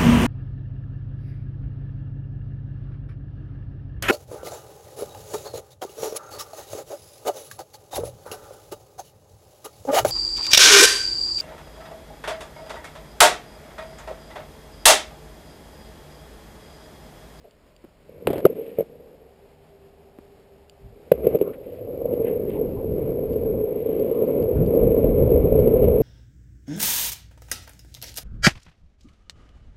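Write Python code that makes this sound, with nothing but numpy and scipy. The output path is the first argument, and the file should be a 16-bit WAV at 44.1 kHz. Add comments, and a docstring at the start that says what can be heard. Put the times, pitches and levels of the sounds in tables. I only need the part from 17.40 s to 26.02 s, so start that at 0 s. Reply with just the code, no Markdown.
"""Still air and a faint hum, with rubs, ticks and taps of gear, inside the closed case of a helmet camera.
Near 0.9 s a longboard drops on asphalt: knocks ring in deck and case, bounces grate, nudged wheels roll.
Near 3.7 s it is stepped on; from 4.1 s it rides downhill, grit drumming the deck as noise through a resonance.
Wind, noise shaped by breeze and gusts, grows with speed. Low-rate sample holding adds a thin sizzle throughout;
the hardest knocks clip."""
import sys
import numpy as np
from scipy import signal
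from scipy.fft import rfft, irfft
from scipy.io import wavfile
from scipy.ndimage import map_coordinates

SR = 44100
rng = np.random.default_rng(int(sys.argv[2]) if len(sys.argv) > 2 else 0)


def wrap_up_sound(samples):
    """Save the sound to the file named by the first command line argument, as 16-bit audio."""
    columns = np.atleast_2d(samples).T
    # keep every value between -1 and 1, then stretch to whole-number steps
    tamed = np.clip(columns, -1, 1)
    steps = np.round(tamed * 32767).astype(np.int16)
    wavfile.write(sys.argv[1], SR, steps)


N = 380141
T = np.arange(N) / SR

# Event levels are taken before the camera's band limit and clipping.
# blows of wheels, deck, feet and hard bumps: onset t/s, peak level/dB before the ring gain, ring f/Hz
KNOCK_EVENTS = [(0.692, -35, 495), (0.779, -36.5, 510), (0.822, -32, 446), (0.873, -9, 415),
                (0.902, -12, 385), (0.957, -16.5, 387), (1.043, -16.5, 394), (1.0512, 3.5, 415),
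                (1.0612, -5.5, 558), (1.385, -9.5, 480), (1.394, -14.5, 450), (1.405, -13.5, 510),
                (1.423, -25, 454), (3.7164, 0.5, 500.5), (3.737, -20.5, 487), (3.8672, -3.5, 453),
                (3.946, -10.5, 487), (3.9527, -8, 450), (4.012, -6.5, 410), (4.022, -13.5, 397),
                (4.075, -19.5, 480), (4.654, -16, 510), (4.735, -13.5, 433), (5.443, -18.5, 466),
                (6.82, -11, 429.4), (7.432, -9, 455), (7.516, -8, 429), (8.122, -11, 503),
                (8.272, -7.5, 430), (8.43, -12.5, 479), (8.44, -4.5, 449)]
# hard contacts of board, trucks and grit: t/s, peak level/dB
CRACK_EVENTS = [(0.8716, -8.5), (0.9025, -39), (0.9298, -33), (0.9555, -35.5), (1.0535, -22.5),
                (3.7165, -24.5), (3.7205, -21), (3.8705, -25), (3.9885, -36), (4.012, -32.5)]
# sharp ticks of grit and gear: t/s, peak level/dB before the tick gain
TICK_EVENTS = [(0.11, -48.5), (0.3641, -45.5), (3.2967, -38), (3.7195, -29.5), (3.8705, -39), (3.9885, -46),
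               (5.9329, -45), (6.5963, -45), (7.0261, -43.5), (7.2629, -42.5), (8.2765, -44), (8.4414, -47)]
# soft taps of the rider's gear: t/s, peak level/dB
TAP_EVENTS = [(0.44, -40.5), (0.443, -38.5), (0.4485, -35), (2.787, -31.5), (2.792, -39)]
# shoe and clothes rubs, dull thuds, low deck rumble, and wheel hiss as the board carves:
# peak t/s, spread/s, level/dB, f/Hz, width/octaves
SWELL_EVENTS = [(0.053, 0.016, -50.5, 516, 0.45), (0.77, 0.11, -49, 110, 1.2),
                (0.889, 0.025, -29.5, 201, 1.4), (1.216, 0.11, -60, 2350, 0.62),
                (3.457, 0.039, -40, 55, 1.3), (4.06, .03, -51, 1130, 0.4), (4.138, 0.01, -53.5, 1720, 0.79),
                (4.29, 0.091, -64, 2380, 0.61), (4.482, 0.2, -41.5, 105, 0.41),
                (4.869, 0.037, -52.5, 2100, 0.57), (5.112, 0.033, -53, 2400, 0.54),
                (5.156, 0.018, -43, 838, 0.25), (5.385, 0.022, -48.5, 870, 0.28),
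                (6.522, 0.22, -59, 2360, 0.67), (6.765, 0.062, -50.5, 1060, .25),
                (7.179, .025, -54.5, 1289, 0.57)]
# stretches of wheel roll as the board is nudged, some running on from one another:
# start t/s, length/s, rumble level/dB, fade/(dB/s), hiss level/dB, centre f/Hz
ROLL_STRETCHES = [(0.686, 0.1785, -49, -36, -73, 480), (1.017, 0.12, -31, 0, -59, 450),
                  (1.153, 0.22, -28, 69, -61, 459.5), (1.378, 0.043, -30, -2, -53, 474.3),
                  (1.414, 0.5, -46.5, 15, -78, 472), (1.92, 1.4, -60, 2, -86, 434),
                  (3.52, 0.2, -52, -10, -74, 450.3), (3.722, 0.13, -30, -4, -60, 475),
                  (3.84, 0.13, -23, 0, -53.5, 462), (3.972, 0.148, -29.5, -2, -61, 440)]
# gusts as the head turns into the airflow: start t/s, length/s, level/dB before the wind gain
GUST_EVENTS = [(4.65, 0.44, -44), (5.048, 1.22, -37), (5.458, 0.24, -35), (5.98, 0.22, -36),
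               (7.0, 0.051, -26.5), (7.17, 0.11, -19.5), (7.402, 0.12, -22.5), (7.57, 1.1, -23.5)]
# push-off, settling, then gathering speed downhill: t/s, speed/(m/s)
SPEED_COURSE = [(4.1, 1.06), (4.45, 1.43), (4.75, 3.57), (5.15, 2.77), (6.2, 3.22), (7.1, 4.1), (7.7, 5.81),
                (8.62, 5.95)]
# faint wavering hum lines: f/Hz, width/Hz, level/dB before the hum's course
HUM_LINES = [(72.6, 8, -63.5), (155.4, 8, -66.5), (398, 14, -58), (702, 190, -62.5)]
# course of the hum: t/s, gain/dB
HUM_COURSE = [(0, -18.5), (1.2, 0.3)]

# Source spectra as heard inside the case, relative: f/Hz, level/dB (per Hz)
# deck resonance under the wheels
RUMBLE_SPECTRUM = [(40, -36.5), (110, -14.5), (215, -10.5), (260, -7), (305, -8.5), (390, -5), (445, 4),
                   (520, -1.5), (620, -13), (730, -24), (850, -31.5), (1020, -34), (1400, -49),
                   (2000, -66.5)]
# wheel treads
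TREAD_SPECTRUM = [(700, -21.5), (1200, 0.5), (1800, -7.5), (2250, 3), (2900, -6.5), (3600, -12),
                  (4600, -21.5), (5600, -20.5)]
# wind on the case
BUFFET_SPECTRUM = [(15, -13), (35, -3.5), (60, 0), (130, -2.5), (200, -8.5), (260, -8), (340, -15),
                   (600, -30), (1200, -53.5)]
# board grating over asphalt
GRATING_SPECTRUM = [(30, -18), (110, -3), (300, -3), (550, 2.5), (720, -8), (880, -18.5), (1400, -25),
                    (3200, -28), (3900, -37), (5500, -44)]
# hard contacts
CRACK_SPECTRUM = [(150, -14), (700, 19), (1500, 1), (2800, 10), (3600, -2.5), (5500, -18)]
# grit and gear ticks
TICK_SPECTRUM = [(800, -16.5), (2000, -20.5), (2900, 1.5), (4200, -11.5), (4650, 5.5), (5000, -10.5),
                 (5600, -6)]
# gear taps
TAP_SPECTRUM = [(50, -14), (170, -0.5), (290, 14.5), (450, 2.5), (800, -8.5), (2500, -24), (5000, -36)]
# ground thumps
THUMP_SPECTRUM = [(35, -24), (90, -10.5), (165, 6), (260, -3), (500, -25), (1500, -52.5)]
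# still outdoor air
AIR_SPECTRUM = [(25, 0.5), (50, 0), (110, -4.5), (230, -5), (330, -9), (620, -5), (760, -17.5),
                (950, -15.5), (1400, -20), (2800, -22), (3800, -27), (5500, -25.5)]

AIR_DB = -56
ROLL_EDGE_S, GUST_EDGE_S = 0.017, 0.11
# the dropped board chatters to rest, each bounce shorter than the last
LANDS_S, FIRST_BOUNCE_S, BOUNCE_SHRINK = 0.872, 0.031, 0.92
# riding levels at cruising speed (breeze before the wind gain), and growth for a tenfold speed
CRUISE_M_S = 4
RUMBLE_DB, HISS_DB, BREEZE_DB = -21.5, -59.5, -45.5
ROLL_DB_PER_DECADE, BREEZE_DB_PER_DECADE = 29.5, 19
# rumble sits high under one foot, drops under full weight, climbs with speed
RUMBLE_HZ = 455  # pitch at which the rumble spectrum is unshifted
ONE_FOOT_HZ, LOADED_HZ, HZ_PER_M_S = 482.9, 448.1, 3
BOTH_FEET_S, SETTLE_S = 4.75, 0.22
# loose pebbles and grit ticks under way: level above RUMBLE_DB, before ring and tick gains
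PEBBLES_PER_M, PEBBLE_DB, PEBBLE_SCATTER_DB = 1.3, 6.5, 4
GRIT_TICKS_PER_M, GRIT_TICK_DB = 0.44, -30.5
HOLD_HZ, TOP_HZ = 12000, 15300  # camera sample hold rate, output band edge


def undb(db):
    """Decibels to gain."""
    return 10 ** (np.asarray(db) / 20)


def unit(x):
    """Scale to rms 1."""
    return x / np.sqrt(np.mean(x ** 2))


def curve(table):
    """Rows (t/s, value) joined by straight lines in time."""
    return np.interp(T, *np.transpose(table))


def held(start_s, length_s, edge_s):
    """An envelope that rises, holds and falls."""
    return np.clip(np.minimum(T - start_s, start_s + length_s - T) / edge_s + 0.5, 0, 1)


def response(points, size=8192):
    """Causal minimum-phase impulse response of a spectrum, peak 1."""
    hz, db = np.transpose(points)
    f = np.arange(size // 2 + 1) * SR / size + 1
    octaves_beyond = np.abs(np.log2(f / np.clip(f, hz[0], hz[-1])))
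    spectrum_db = np.interp(np.log(f), np.log(hz), db) - 20 * octaves_beyond
    # folding the cepstrum gives minimum phase
    cepstrum = irfft(np.log(undb(spectrum_db)))
    cepstrum[1:size // 2] *= 2
    cepstrum[size // 2 + 1:] = 0
    h = irfft(np.exp(rfft(cepstrum)))
    return h / np.abs(h).max()


def colour(x, points):
    """Let a signal ring through a spectrum."""
    return signal.fftconvolve(x, response(points))[:N]


def walk(rate):
    """Smooth random course, rms 1, changing about rate times a second."""
    f = np.arange(N // 2 + 1) * SR / N
    noise = rfft(rng.standard_normal(N))
    return unit(irfft(noise * np.exp(-(f / rate) ** 2), N))


def waver(hz, width_hz):
    """A resonance kept going by random pushes: a tone of unsteady level and phase."""
    phase = 2 * np.pi * hz * T
    return unit(walk(width_hz) * np.cos(phase) + walk(width_hz) * np.sin(phase))


def grit(per_s, spread_db):
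    """Stones met at random moments, each of its own size."""
    met = rng.random(N) < per_s / SR
    size = rng.standard_normal(N) * undb(spread_db * rng.standard_normal(N))
    return unit(met * size / np.sqrt(per_s))


def clicks(table, points):
    """One short push for each row, coloured by a spectrum."""
    pushes = np.zeros(N)
    for s, db in table:
        pushes[int(s * SR)] += undb(db)
    return colour(pushes, points)


def with_speed(db_per_decade):
    """Gain that grows with speed: 1 when cruising, 0 before the push-off."""
    under_way = np.clip((T - SPEED_COURSE[0][0]) / ROLL_EDGE_S, 0, 1)
    return under_way * undb(db_per_decade * np.log10(curve(SPEED_COURSE) / CRUISE_M_S))


def strewn(per_m, db, scatter_db):
    """Things met at random along the road, struck harder at speed: rows (t/s, peak level/dB)."""
    speed = curve(SPEED_COURSE)
    metres = np.cumsum(speed * (T > SPEED_COURSE[0][0])) / SR
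    chance = rng.random((100, 2))
    places = (np.arange(len(chance)) + chance[:, 0]) / per_m
    at = np.searchsorted(metres, places[places < metres[-1]])
    peaks = RUMBLE_DB + db + ROLL_DB_PER_DECADE * np.log10(speed[at] / CRUISE_M_S)
    scatter = scatter_db * (2 * chance[:len(at), 1] - 1)
    return list(zip(at / SR, peaks + scatter))


def wheels(hz, rumble_gain, hiss_gain):
    """Grit drums the deck and the treads hiss; both swell together on coarse patches."""
    stones_per_s = np.interp(T, [4, 8.6], [2000, 3200])
    patch = walk(rate=32)
    drum = colour(grit(stones_per_s, spread_db=1.0), RUMBLE_SPECTRUM)
    # reading faster or slower slides the resonance as the rider's weight shifts
    read_at = np.cumsum(hz / RUMBLE_HZ)
    drum = map_coordinates(drum, [read_at], order=3, mode="mirror")
    drum = unit(drum * undb(0.95 * patch))
    hiss = colour(grit(4 * stones_per_s, spread_db=0.0), TREAD_SPECTRUM)
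    hiss = unit(hiss * undb(0.45 * patch))
    return drum * rumble_gain + hiss * hiss_gain


def background():
    """Still outdoor air and a faint hum whose lines waver."""
    air = colour(rng.standard_normal(N), AIR_SPECTRUM)
    air = unit(air * undb(1.0 * walk(rate=6.7))) * undb(AIR_DB)
    hum = sum(undb(db) * waver(hz, width) for hz, width, db in HUM_LINES)
    return air + hum * undb(curve(HUM_COURSE))


def rubs_thuds_and_carving(ragged_db, rise_share):
    """Rubs, thuds, deck rumble and carving hiss: dense tiny slips in a band, swelling fast, fading unevenly."""
    out = np.zeros(N)
    slips = rfft(grit(4000, spread_db=0.5))
    f = np.arange(len(slips)) * SR / N + 1
    for s, spread_s, db, hz, octaves in SWELL_EVENTS:
        band = np.exp(-(np.log2(f / hz) / octaves) ** 2)
        noise = unit(irfft(slips * band, N))
        side_s = 2 * spread_s * np.where(T < s, rise_share, 1 - rise_share)
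        out += undb(db) * np.exp(-((T - s) / side_s) ** 2 / 2) * noise
    return out * undb(ragged_db * walk(rate=50))


def ticks(gain_db):
    """Grit and gear tick sharply; under way more grit ticks at random along the road."""
    road = strewn(GRIT_TICKS_PER_M, GRIT_TICK_DB, PEBBLE_SCATTER_DB)
    return undb(gain_db) * clicks(list(TICK_EVENTS) + road, TICK_SPECTRUM)


def taps():
    """Gear taps softly: single pushes through a dull spectrum."""
    return clicks(TAP_EVENTS, TAP_SPECTRUM)


def nudged_rolling():
    """Wheels roll in stretches as the board is nudged, some running on from one another."""
    rumble, hiss = np.zeros((2, N))
    for s, length_s, db, fade_db_per_s, hiss_db, _ in ROLL_STRETCHES:
        fade = undb(-fade_db_per_s * np.clip(T - s, 0, length_s))
        roll = held(s, length_s, ROLL_EDGE_S) * fade
        rumble += undb(db) * roll
        hiss += undb(hiss_db) * roll
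    hz = curve([(s + length_s / 2, hz) for s, length_s, *_, hz in ROLL_STRETCHES])
    return wheels(hz, rumble, hiss)


def knocks(rise_s, gain_db, thump_db, crunch_db, crunch_s):
    """Each blow swells and dies within a few cycles in deck and case, thumps the ground and crunches grit."""
    ring, push, crunch = np.zeros((3, N + SR))
    t = np.arange(SR // 20) / SR
    swell = (t / rise_s * np.exp(1 - t / rise_s)) ** 3
    strewn_pebbles = strewn(PEBBLES_PER_M, PEBBLE_DB, PEBBLE_SCATTER_DB)
    pebbles = [(s, db, LOADED_HZ) for s, db in strewn_pebbles]
    for s, db, hz in list(KNOCK_EVENTS) + pebbles:
        start = int(s * SR)
        span = slice(start, start + len(t))
        ring[span] += undb(db) * swell * np.cos(2 * np.pi * hz * (t - rise_s))
        crunch[span] += undb(db) * np.exp(-t / crunch_s)
        push[start] += undb(db)
    grains = unit(colour(rng.standard_normal(N), CRACK_SPECTRUM))
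    thump = colour(push, THUMP_SPECTRUM)
    return undb(gain_db) * ring[:N] + undb(thump_db) * thump + undb(crunch_db) * crunch[:N] * grains


def cracks():
    """Board, trucks and grit meet hard: single pushes through a bright spectrum."""
    return clicks(CRACK_EVENTS, CRACK_SPECTRUM)


def scrape(db, landing_db, loss_db, bite_s, count=6):
    """The board grates over the asphalt on each bounce, hardest as it lands, catching and slipping."""
    catch = undb(1.2 * walk(rate=70))
    slips = grit(11000, spread_db=2)
    contact, s = np.zeros(N), LANDS_S
    for k in range(count):
        level_db = db - k * loss_db if k else landing_db
        contact += undb(level_db) * (T >= s) * np.exp(-np.abs(T - s) / bite_s)
        s += FIRST_BOUNCE_S * BOUNCE_SHRINK ** k
    settled = np.clip((s - T) / bite_s, 0, 1) ** 2  # 1 while bouncing, 0 at rest
    return unit(colour(slips, GRATING_SPECTRUM) * catch) * contact * settled


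def flex(hz, width_hz, start_s, length_s, db):
    """The long deck hums in its bending mode while one foot rolls it along."""
    return waver(hz, width_hz) * held(start_s, length_s, ROLL_EDGE_S) * undb(db)


def ride(uneven_db):
    """Speed sets the level of the roar, load and speed its pitch; the asphalt varies along the way."""
    loaded = np.clip((T - BOTH_FEET_S) / SETTLE_S + 0.5, 0, 1)
    both_feet_hz = LOADED_HZ + HZ_PER_M_S * (curve(SPEED_COURSE) - CRUISE_M_S)
    hz = (1 - loaded) * ONE_FOOT_HZ + loaded * both_feet_hz
    roar = with_speed(ROLL_DB_PER_DECADE) * undb(uneven_db * walk(rate=4.8))
    return wheels(hz, undb(RUMBLE_DB) * roar, undb(HISS_DB) * roar)


def wind(flutter_db, gain_db):
    """Under way, eddies shed by the helmet buffet the case: breeze and gusts add in power."""
    eddies = colour(rng.standard_normal(N), BUFFET_SPECTRUM) * undb(flutter_db * walk(rate=17))
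    breeze = undb(BREEZE_DB) * with_speed(BREEZE_DB_PER_DECADE)
    gusts = sum((undb(db) * held(s, length_s, GUST_EDGE_S)) ** 2 for s, length_s, db in GUST_EVENTS)
    return unit(eddies) * np.sqrt(breeze ** 2 + gusts) * undb(gain_db)


def scene():
    """Everything reaches the one microphone inside the case."""
    small = rubs_thuds_and_carving(ragged_db=1.5, rise_share=0.32) + ticks(gain_db=5.5) + taps()
    blows = knocks(rise_s=0.003226, gain_db=1.62, thump_db=-15.5, crunch_db=-38, crunch_s=0.0092)
    landing = cracks() + scrape(db=-24.5, landing_db=-17.5, loss_db=1.1, bite_s=0.02)
    bending = flex(hz=67.0, width_hz=7, start_s=3.73, length_s=0.22, db=-41.5)
    board = nudged_rolling() + blows + landing + bending + ride(uneven_db=1.0)
    mix = background() + small + board + wind(flutter_db=1.0, gain_db=2.5)
    return mix[None]


def record(dry):
    """Held samples mirror the rumble on both sides of the hold rate; the hardest knocks clip."""
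    band = signal.sosfilt(signal.butter(10, 5450, fs=SR, output="sos"), dry)
    slow = signal.resample_poly(band, HOLD_HZ, SR, axis=1, padtype="antireflect")
    steps = np.repeat(slow, 4, axis=1)
    stepped = signal.resample_poly(steps, SR, 4 * HOLD_HZ, axis=1, padtype="antireflect")[:, :N]
    clipped = np.clip(stepped, -1, 1)
    return signal.sosfilt(signal.ellip(8, 0.2, 70, TOP_HZ, fs=SR, output="sos"), clipped)


dry = scene()
out = record(dry)
wrap_up_sound(out)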